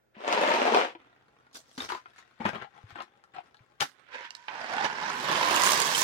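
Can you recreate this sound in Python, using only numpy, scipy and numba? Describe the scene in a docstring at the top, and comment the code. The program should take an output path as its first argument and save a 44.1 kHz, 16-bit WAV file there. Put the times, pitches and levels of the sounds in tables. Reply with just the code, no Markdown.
"""A small kitchen, a phone with two microphones close by: a fridge hums and soup fizzes faintly in a pot.
Dry pasta tubes slide and rattle in a cardboard box on the left, fingers pry the flap with knocks and scuffs,
then the box tips on the right and the tubes pour into the pot. Hum and fizz are shaped noise, tubes are showers
of short ringing collisions over a noisy slither, knocks are noise bursts with a ring, thuds low damped sines."""
import sys
import numpy as np
from scipy import signal
from scipy.fft import rfft, irfft, next_fast_len
from scipy.io import wavfile
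from scipy.ndimage import uniform_filter1d
from numba import njit

SR = 44100
rng = np.random.default_rng(int(sys.argv[2]) if len(sys.argv) > 2 else 0)


def wav_out(sig):
    """Save sig, one row per channel (or a flat mono array), as 16-bit PCM at SR to the path in sys.argv[1]."""
    wavfile.write(sys.argv[1], SR, np.round(np.clip(np.atleast_2d(sig).T, -1, 1) * 32767).astype(np.int16))


N = 266048


def amp(db):
    """Decibels to amplitude gain."""
    return 10 ** (np.asarray(db) / 20)


def unit(x):
    """Scale to rms 1."""
    return x / np.sqrt(np.mean(x ** 2) + 1e-20)


def along(points, hz):
    """Interpolate (Hz, value) points on a log frequency axis."""
    f, v = np.transpose(points)
    return np.interp(np.log(hz + 1), np.log(f + 1), v)


def band(hz, lo_hz, hi_hz):
    """Smooth band-pass gain."""
    return 1 / np.sqrt((1 + (lo_hz / (hz + 1)) ** 8) * (1 + (hz / hi_hz) ** 8))


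def boost_db(modes, hz):
    """Sum of resonance humps given as (Hz, width Hz, boost dB)."""
    return sum(db / (1 + (2 * (hz - c) / w) ** 2) for c, w, db in modes)


def filtered(x, response):
    """Multiply the spectrum of x by a real or complex response of frequency."""
    m = next_fast_len(x.shape[-1] + SR // 8)
    spectrum = rfft(x, m) * response(np.fft.rfftfreq(m, 1 / SR))
    return irfft(spectrum, m)[..., :x.shape[-1]]


def causal(x, gain):
    """Filter x at minimum phase, so nothing sounds before a blow."""
    size = 4096
    cepstrum = irfft(np.log(gain(np.fft.rfftfreq(size, 1 / SR)) + 1e-6))
    # folding the cepstrum onto positive time gives minimum phase
    cepstrum[1:size // 2] *= 2
    cepstrum[size // 2 + 1:] = 0
    impulse = irfft(np.exp(rfft(cepstrum)))
    return signal.fftconvolve(x, impulse[None], axes=1)[:, :x.shape[1]]


def ringing(x, notes):
    """Pass x through resonances (Hz, width Hz, boost dB) that notes(t) lets move in time."""
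    frames = dict(nperseg=1024, noverlap=896)
    hz, t, z = signal.stft(x, SR, **frames)
    f = hz[:, None]
    for c, w, db in notes(t):
        resonance = 1j * f * w / (c * c - f * f + 1j * f * w)
        z = z * (1 + (amp(db) - 1) * resonance)
    return signal.istft(z, SR, **frames)[1][:, :N]


# the quiet kitchen's fizz, as a spectrum: freq_hz, level_db (relative)
FIZZ_COLOUR = [(25, -28.5), (55, 0), (129, -8), (511, -2.5), (1200, -13.5), (1480, -5), (2700, -19.5),
               (15000, -37)]
FIZZ_DB, HUM_DB = -73, -82.0  # rms


def background():
    """Soup fizz is noise patchy in time and pitch; the fridge hum is noise narrowed round 128 Hz, so it wavers."""
    z = signal.stft(rng.standard_normal((2, N + 512)), nperseg=512)[2]
    patches = uniform_filter1d(rng.standard_normal(z.shape[1:]), 8, 0)
    patches = uniform_filter1d(patches, 10, 1)
    fizz = signal.istft(z * amp(1.4 * unit(patches)), nperseg=512)[1][:, :N]
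    fizz = filtered(fizz, lambda hz: amp(along(FIZZ_COLOUR, hz)))
    hum = filtered(rng.standard_normal(N), lambda hz: np.exp(-((hz - 128) / 9) ** 2))
    return amp(FIZZ_DB) * unit(fizz) + amp(HUM_DB) * unit(hum)


# time the kitchen takes to die by 60 dB: freq_hz, t60_s
KITCHEN_T60 = [(150, 0.069), (1500, 0.093), (10000, 0.12)]


def kitchen(x):
    """Room tails of decaying noise, each frequency dying at its own speed, redrawn every sixth of a second."""
    hop = SR // 6
    out = np.zeros((2, x.shape[1] + SR))
    blend = np.sin(np.pi * np.arange(2 * hop) / (2 * hop))
    for a in range(0, x.shape[1], hop):
        hz, t, z = signal.stft(rng.standard_normal((2, SR // 5)), SR, nperseg=256)
        z[1] = np.where(hz[:, None] < 400, z[0], z[1])  # both microphones share the bass
        decay = amp(-60 * t / along(KITCHEN_T60, hz)[:, None])
        tail = signal.istft(z * decay, SR, nperseg=256)[1]
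        piece = x[:, a:a + 2 * hop]
        if piece.any():
            wet = signal.fftconvolve(piece * blend[:piece.shape[1]], tail / np.linalg.norm(tail[0]), axes=1)
            out[:, a + 100:][:, :wet.shape[1]] += wet  # 100 samples after the direct sound
    return out[:, :x.shape[1]]


def placed(x, side, left_lag_ms, wet_db):
    """Add the room, then set level by frequency and arrival time between the phone's two microphones."""
    half = np.array([[.5], [-.5]])

    def port(hz):
        delay = np.exp(-2j * np.pi * hz * half * left_lag_ms / 1000)
        return amp(half * along(side, hz)) * delay

    return filtered(x + amp(wet_db) * kitchen(x), port)


# soft thuds through the counter: start_s, level_db (before the envelope), pitch_hz
COUNTER_THUDS = [(0.167, -43.5, 215), (0.952, -40.5, 337), (1.778, -30, 263), (2.403, -30.5, 225),
                 (2.453, -22.5, 211), (2.56, -40, 220), (2.839, -38.5, 104.5), (2.924, -46, 101),
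                 (3.606, -50, 119), (3.814, -37, 151)]


def thuds():
    """Soft low pushes through the counter: damped sines with a rounded start, 3 dB stronger on the left."""
    out, t = np.zeros(N + SR), np.arange(SR // 8) / SR
    envelope = np.exp(-t / 0.013) * (1 - np.exp(-t / 0.0019))
    for s, db, hz in COUNTER_THUDS:
        out[round(s * SR):][:len(t)] += amp(db) * np.sin(2 * np.pi * hz * t) * envelope
    return out[:N] * amp([[1.5], [-1.5]])


# single knocks and snaps on cardboard: start_s, level_db, snap_db (over level_db), pitch_hz; levels relative
CARD_KNOCKS = [(0.326, -15, -13, 840), (0.516, -15, -28, 790), (0.746, -12.5, -22, 780),
               (0.95, -39, -36, 1350), (1.469, -48, -34, 1440), (1.554, -33, -22, 1555),
               (1.781, -43.5, 1.5, 1280), (1.804, -18.5, -33, 3664), (1.904, -25, -22.5, 1000),
               (2.058, -34.5, -33, 1350), (2.444, -30, -27, 1900), (2.454, -15.5, -35, 990),
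               (2.49, -21.5, -15.5, 1620), (2.557, -23, -36, 1220), (2.956, -34, -35, 1530),
               (3.004, -25, -29, 1085), (3.022, -43.5, -1, 3700), (3.239, -45, -13.5, 1370),
               (3.545, -43.5, -16, 1680), (3.569, -52.5, -8, 4300), (3.8076, -17.5, -5.5, 3030),
               (3.823, -15, -10, 1350), (4.145, -26.5, -62, 916), (4.306, -33, -2.5, 2840),
               (4.351, -34, -1.5, 4260), (4.367, -56.5, 9, 4000), (4.483, -25.5, -24, 870),
               (4.782, -18, -34, 878), (4.845, -16, -21, 973), (5.244, -24, -20, 853),
               (5.315, -16.5, -14, 867), (5.356, -18, -27, 3090), (5.548, -24.5, -1.5, 920),
               (5.563, -13.5, -5, 2840), (5.62, -22.5, -1.5, 1050), (5.72, -20.5, 5, 3000),
               (5.733, -22.5, 3, 5800), (5.802, -21.5, 1, 1010), (5.818, -25, 4, 8240),
               (5.856, -20, -6.5, 1015), (5.949, -13, -11, 3110)]


def knocks(start, end, colour, low_db, die_ms, snap_ms, ring_ms_at_1khz):
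    """Each knock is a fast-dying burst in three registers of the box's colour, with one short pitched ring."""
    t = np.arange(SR // 20) / SR
    first, n = round(start * SR), round((end - start) * SR)
    drive, ring = np.zeros((3, n + SR // 4)), np.zeros(n + SR // 4)
    decay = np.exp(-1000 * t / np.array([[die_ms], [die_ms], [snap_ms]]))
    for s, db, snap_db, hz in CARD_KNOCKS:
        if start <= s < end:
            at = round(s * SR) - first
            burst = rng.standard_normal(len(t)) * decay
            drive[:, at:at + len(t)] += amp([[db + low_db], [db - 7.0], [db + snap_db + 4.5]]) * burst
            ring_decay = np.exp(-t * np.sqrt(1000 * hz) / ring_ms_at_1khz)  # high rings die sooner
            ring[at:at + len(t)] += amp(db - 7.5) * np.sin(2 * np.pi * hz * t) * ring_decay
    out = causal(ring[None], lambda hz: band(hz, 400, 17000))[0]
    for row, (lo, hi) in zip(drive, [(160, 700), (800, 4500), (4500, 17000)]):
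        gain = lambda hz: colour(hz) * band(hz, lo, hi)
        out += causal(row[None], gain)[0] / np.sqrt(np.mean(gain(np.fft.rfftfreq(4096, 1 / SR)) ** 2))
    return np.pad(out, (first, N))[:N]


@njit
def pings(n, start, step, fade, size):
    """Damped sines: start sample, radians a sample, decay a sample, size."""
    out = np.zeros(n)
    for k in range(len(start)):
        if size[k] == 0:
            continue
        turn = np.exp(1j * step[k] - fade[k])
        z = size[k] + 0j
        for i in range(start[k], min(n, start[k] + int(5 / fade[k]))):
            out[i] += z.imag
            z *= turn
    return out


CONTACT_DB = -4  # dry click of the contacts against the ring of the tubes


def collisions(n, per_s, spread_db, cycles, scatter_ms):
    """Tube meets tube: each blow clicks and rings eight short notes, low to high, from its own spot in the heap."""
    count = int(900 * n / SR)  # candidate blows, thinned to per_s
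    when, size, keep, spot = rng.random((count, 4)).T
    size = (keep < per_s / 900) * amp(-spread_db * np.log(size + .04))  # few hard blows, many soft
    click = []
    for side in (1, -1):
        at = when * n + side * (spot - .5) * scatter_ms * SR / 2000
        click.append(np.bincount(np.clip(at, 0, n - 1).astype(int), size, n))
    hz = 130 * 2 ** (.87 * (np.arange(8) + rng.random((count, 8))))
    # cycles a note rings before falling to 1/e
    life = cycles * np.exp(.35 * rng.standard_normal((count, 8))) * (hz / 1000) ** .3
    # note levels vary, and slightly so between the microphones
    vary_db = 4.4 * rng.standard_normal((count, 8)) + 0.5 * rng.standard_normal((2, count, 8))
    size = size[:, None] * hz / np.sqrt(life) * amp(vary_db)
    shift = (spot[:, None] - .5 + .3 * rng.standard_normal((count, 8))) * scatter_ms * SR / 1000
    step, fade = (2 * np.pi * hz / SR).ravel(), (hz / life / SR).ravel()
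    ring = []
    for side, port_size in zip((1, -1), size):
        at = np.clip(when[:, None] * n + side * shift / 2, 0, n).astype(np.int64)
        ring.append(pings(n, at.ravel(), step, fade, port_size.ravel()))
    return unit(unit(np.array(ring)) + amp(CONTACT_DB) * unit(np.array(click)))


def rattle(motion, colour, per_s, spread_db, cycles, slither_db, scatter_ms):
    """The same collisions, over a dense slither, drive the walls, the clatter and the bright ticks."""
    s, wall_db, clatter_db, tick_db = np.transpose(motion)
    first, last = round(s[0] * SR), min(N, round(s[-1] * SR))
    n = last - first
    # no fade-out where the motion reaches the end of the sound
    to_end = np.arange(n)[::-1] + SR * (last == N)
    fade = np.minimum(1, np.minimum(np.arange(n), to_end) / 600)
    level = lambda db: fade * amp(np.interp(np.arange(first, last) / SR, s, db))
    noise = rng.standard_normal((3, n))
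    # one shared noise, plus one for each microphone in the middle register
    slither = unit(noise[0] + 2.2 * filtered(noise[1:], lambda hz: band(hz, 870, 6000)))
    drive = collisions(n, per_s, spread_db, cycles, scatter_ms) + amp(slither_db) * slither
    part = lambda lo, hi: unit(causal(drive, lambda hz: colour(hz) * band(hz, lo, hi)))
    heap = level(wall_db) * part(40, 1412)
    heap = heap + level(wall_db + clatter_db) * part(1415, 3720)
    heap = heap + level(wall_db + tick_db) * part(5720, 25000)
    return np.pad(heap, ((0, 0), (first, N - last)))


# short slides and scuffs of the heap as the box is handled, tipped and emptied: start_s, length_s, wall_db,
# swell_db (over the slide), clatter_db, tick_db (both over the wall rumble)
HEAP_SLIDES = [(1.53, 0.028, -72.5, 21, -22, 9), (1.586, 0.32, -90.5, 16, -17, 17),
               (1.779, 0.068, -40.5, -4.5, -0.5, -2.5), (1.89, 0.091, -48, -13, 10.5, 1.5),
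               (2.135, 0.069, -81, 7, 17, 7), (2.401, 0.019, -45, 3.5, -6, -23.5),
               (2.452, 0.032, -32.5, -4.5, -0.5, -18), (2.52, 0.035, -49.5, 10.5, -2.5, -21.5),
               (2.592, 0.037, -52.5, 2, 4, -20), (2.741, 0.26, -65, -13, 4, -10.5),
               (2.87, 0.044, -71, 11, 7, -6), (2.952, 0.067, -54.5, 1.5, 3.5, -16),
               (3.343, 0.043, -58, -1.5, 7, -14), (3.442, 0.028, -68, 0.5, 0, -9.5),
               (3.59, 0.06, -68.5, -12, 5, -11), (3.804, 0.068, -39.5, -20, 8.5, 2),
               (4.107, 0.045, -68.5, 16, 12.5, -4.5), (4.168, 0.097, -59.5, 2.5, 12.5, -5),
               (4.484, 0.008, -42, -11, 11.5, -23), (4.827, 0.021, -41, 12.5, -0.5, -10.5),
               (5.98, 0.059, -40, 0.5, -1, 8.5)]
# how fast walls, clatter and ticks die down after a slide: fall_db_per_s
SETTLE = [519, 466, 465]
# onset speed of a slide at SOFT_DB or below; above it the speed grows by JOLT dB per dB
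START_DB_PER_S, SOFT_DB, JOLT = 2400, -60, 0.45


def nudged(motion):
    """Add the short slides, as powers, to the slow motion of the box, in rows one millisecond apart."""
    s, wall_db, clatter_db, tick_db = np.transpose(motion)
    t = np.arange(s[0], s[-1], 1 / 1000)
    power = np.array([amp(2 * np.interp(t, s, wall_db + over)) for over in (0, clatter_db, tick_db)])
    for start, length, db, swell_db, *over in HEAP_SLIDES:
        if s[0] <= start < s[-1]:
            swell = swell_db * np.clip((t - start) / length, 0, 1)
            onset_speed = START_DB_PER_S * amp(JOLT * max(db - SOFT_DB, 0))
            shape = db + swell - onset_speed * np.maximum(start - t, 0)
            settle = np.outer(SETTLE, np.maximum(t - start - length, 0))
            power = power + amp(2 * (shape + np.array([0, *over])[:, None] - settle))
    wall, clatter, tick = 10 * np.log10(power)
    return np.transpose([t, wall, clatter - wall, tick - wall])


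# notes a bent card panel lends the heap for a moment, and (the negative row) a brief dip near 600 Hz at 5.1 s:
# # start_s, end_s, pitch_hz, boost_db
PANEL_NOTES = [(1.896, 2.007, 972, 19), (1.916, 1.962, 378, 20), (2.645, 2.68, 800, 19),
               (2.736, 2.813, 900, 10), (2.978, 3.032, 1000, 13), (3.354, 3.418, 750, 25),
               (4.092, 4.235, 515, 20), (5.104, 5.214, 603, -25)]
# sharpness at no boost (stronger boosts are set narrower); time a note takes to come and go
PANEL_Q, BEND_S = 3.6, 0.012


def panels(t):
    """Each note is a resonance whose boost or dip fades in and out over BEND_S."""
    notes = []
    for a, b, hz, db in PANEL_NOTES:
        bend = np.clip(np.minimum(t - a, b - t) / BEND_S + .5, 0, 1)
        width_hz = hz / PANEL_Q / amp(max(db, 0) / 2)
        notes.append((hz, width_hz, db * bend))
    return notes


# closed box in motion: time_s, wall_db, clatter_db, tick_db (the last two over the wall rumble)
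SHAKE_MOTION = [(0.14, -69, 8.5, -19), (0.2, -47.5, -6, -20.5), (0.3, -29, -4.5, -18),
                (0.55, -27.5, -4, -16), (0.72, -25, -8, -20.5), (0.77, -19, -12, -22),
                (0.815, -28, -2.5, -17.5), (0.92, -52, -0.5, -16.5), (1.0, -95, -32, -13)]
# colour of the closed box: freq_hz, level_db (relative)
CLOSED_COLOUR = [(35, -57), (133, -34), (211, -12), (322, -4.5), (604, 3), (1010, -1), (1220, -5),
                 (2750, -7.5), (5280, -25), (15800, -58)]
# closed box between the microphones: freq_hz, left_minus_right_db
CLOSED_SIDE = [(60, 7), (240, 2.5), (3770, 1.5), (15000, -7)]


def shake():
    """Tubes slide and rattle in the closed box, short and dull, with knocks against its walls."""
    closed = lambda hz: amp(along(CLOSED_COLOUR, hz))
    box = rattle(SHAKE_MOTION, closed, 700, 4.8, 1.1, -4, .4)
    box = box + knocks(0, 1.2, closed, -11.5, 6.7, 2.9, 2.6)
    return placed(box, CLOSED_SIDE, -0.37, -3.3)


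# box at rest in the hands: time_s, wall_db, clatter_db, tick_db (the last two over the wall rumble)
HELD_MOTION = [(0.975, -64, 1.5, -22), (1.3, -70, -2, -15.5), (2.3, -73, 6, -6), (3.3, -72, -2.5, -17),
               (3.71, -76, 0.5, -9.5), (4.105, -78, 12.5, -11.5)]
# colour of the held box: freq_hz, level_db (relative)
HELD_COLOUR = [(35, -24), (142, -5.5), (216, -2), (329, 1), (694, -1), (1330, -5.5), (2560, -14.5),
               (3550, -18), (15800, -54.5)]
# card panels under the fingers: pitch_hz, width_hz, boost_db
FLAP_NOTES = [(810, 63, 6.5), (1350, 160, 2.5)]
# held box between the microphones: freq_hz, left_minus_right_db
HELD_SIDE = [(60, 23.5), (240, -0.5), (950, 5), (3770, 3), (15000, -8)]
# the held box wanders: time_s, extra_left_minus_right_db
HELD_SWAY = [(1.0, -4.5), (2.351, 2), (2.8, 5), (3.3, 1), (3.8, 3), (3.95, -17.5)]


def pry():
    """Fingers knock and scuff the flap while the heap slides briefly and bent panels colour it."""
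    held = lambda hz: amp(along(HELD_COLOUR, hz) + boost_db(FLAP_NOTES, hz))
    heap = rattle(nudged(HELD_MOTION), held, 500, 6.7, 4.1, -6.0, 0.53)
    box = ringing(heap, panels) + knocks(1.2, 4.05, held, -24, 2.54, 0.89, 7.4)
    sway_db = np.interp(np.arange(N) / SR, *np.transpose(HELD_SWAY))
    return amp(np.array([[.5], [-.5]]) * sway_db) * placed(box, HELD_SIDE, -0.295, -3.0)


# air note of the open box as its heap shifts: time_s, pitch_hz, width_hz, boost_db
MOUTH_NOTE = [(4.1, 974, 34.8, 17), (4.46, 946, 35, 20.5), (4.5, 910, 150, 11), (4.65, 646, 150, 13),
              (4.8, 800, 100, 11), (4.95, 950, 120, 9), (5.5, 1027, 113, 15)]


def air_note(x):
    """A resonance slides as the air space in the box changes, together with the panel notes."""
    s, *note = np.transpose(MOUTH_NOTE)
    return ringing(x, lambda t: [[np.interp(t, s, column) for column in note]] + panels(t))


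# open box tilting: time_s, wall_db, clatter_db, tick_db (the last two over the wall rumble)
TIP_MOTION = [(4.07, -68, 9, -17), (4.47, -66.5, 6, -0.5), (4.52, -47.5, 0.5, -14.5), (4.62, -45.5, 3, -10),
              (4.8, -35.5, -1, -13.5), (4.93, -43, 0.5, -12.5), (5.1, -38, 1, -8), (5.2, -46.5, 4, -30)]
# tubes pouring out: time_s, wall_db, clatter_db, tick_db (the last two over the wall rumble)
POUR_MOTION = [(5.12, -45, -1.5, -10.5), (5.3, -34, 0.5, -15), (5.57, -32, 1, -7), (5.66, -33, 3, 1),
               (5.84, -36, 4, -2), (6.07, -41.5, 7.5, 6.5)]
# colour of the tilting box: freq_hz, level_db (relative)
TIPPED_COLOUR = [(35, -72), (60, -31), (206, -13.5), (563, -10.5), (962, -6), (1220, -8.5), (1570, -1),
                 (2330, -6), (5160, -19.5), (15800, -62)]
# colour of the emptying box: freq_hz, level_db (relative)
EMPTYING_COLOUR = [(35, -47), (136, -14), (632, -5.5), (1010, -11), (1370, -9.5), (1760, -2.5),
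                   (6220, -3.5), (11900, -16.5), (15800, -25)]
# steady note of the tipped box: pitch_hz, width_hz, boost_db
HOLLOW_NOTE = [(1630, 370, 2)]
# tipped box between the microphones: freq_hz, left_minus_right_db
TIPPED_SIDE = [(60, -4.5), (240, -5.5), (3770, -7.5), (15000, -17)]


def pour():
    """The open box tilts and empties on the right: longer rings through its air note, and bright knocks."""
    tipped = lambda hz: amp(along(TIPPED_COLOUR, hz) + boost_db(HOLLOW_NOTE, hz))
    emptying = lambda hz: amp(along(EMPTYING_COLOUR, hz) + boost_db(HOLLOW_NOTE, hz))
    tilting = rattle(nudged(TIP_MOTION), tipped, 700, 5.36, 6.1, -2.5, 0.3)
    pouring = rattle(nudged(POUR_MOTION), emptying, 750, 4.3, 6.1, -2, 0.4)
    box = air_note(tilting + pouring)
    box = box + knocks(4.05, 5, tipped, -39, 2.8, 1.0, 8.8)
    box = box + knocks(5, 6.02, emptying, -48, 0.86, 0.484, 10.0)
    return placed(box, TIPPED_SIDE, 0.24, -9.0)


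def scene():
    """Three poses of the box, and thuds through the counter, over the quiet kitchen."""
    return background() + thuds() + shake() + pry() + pour()


TOP_HZ = 15850


def record(dry):
    """The phone keeps nothing above its band limit."""
    return filtered(dry, lambda hz: hz < TOP_HZ)


dry = scene()
out = record(dry)
wav_out(out)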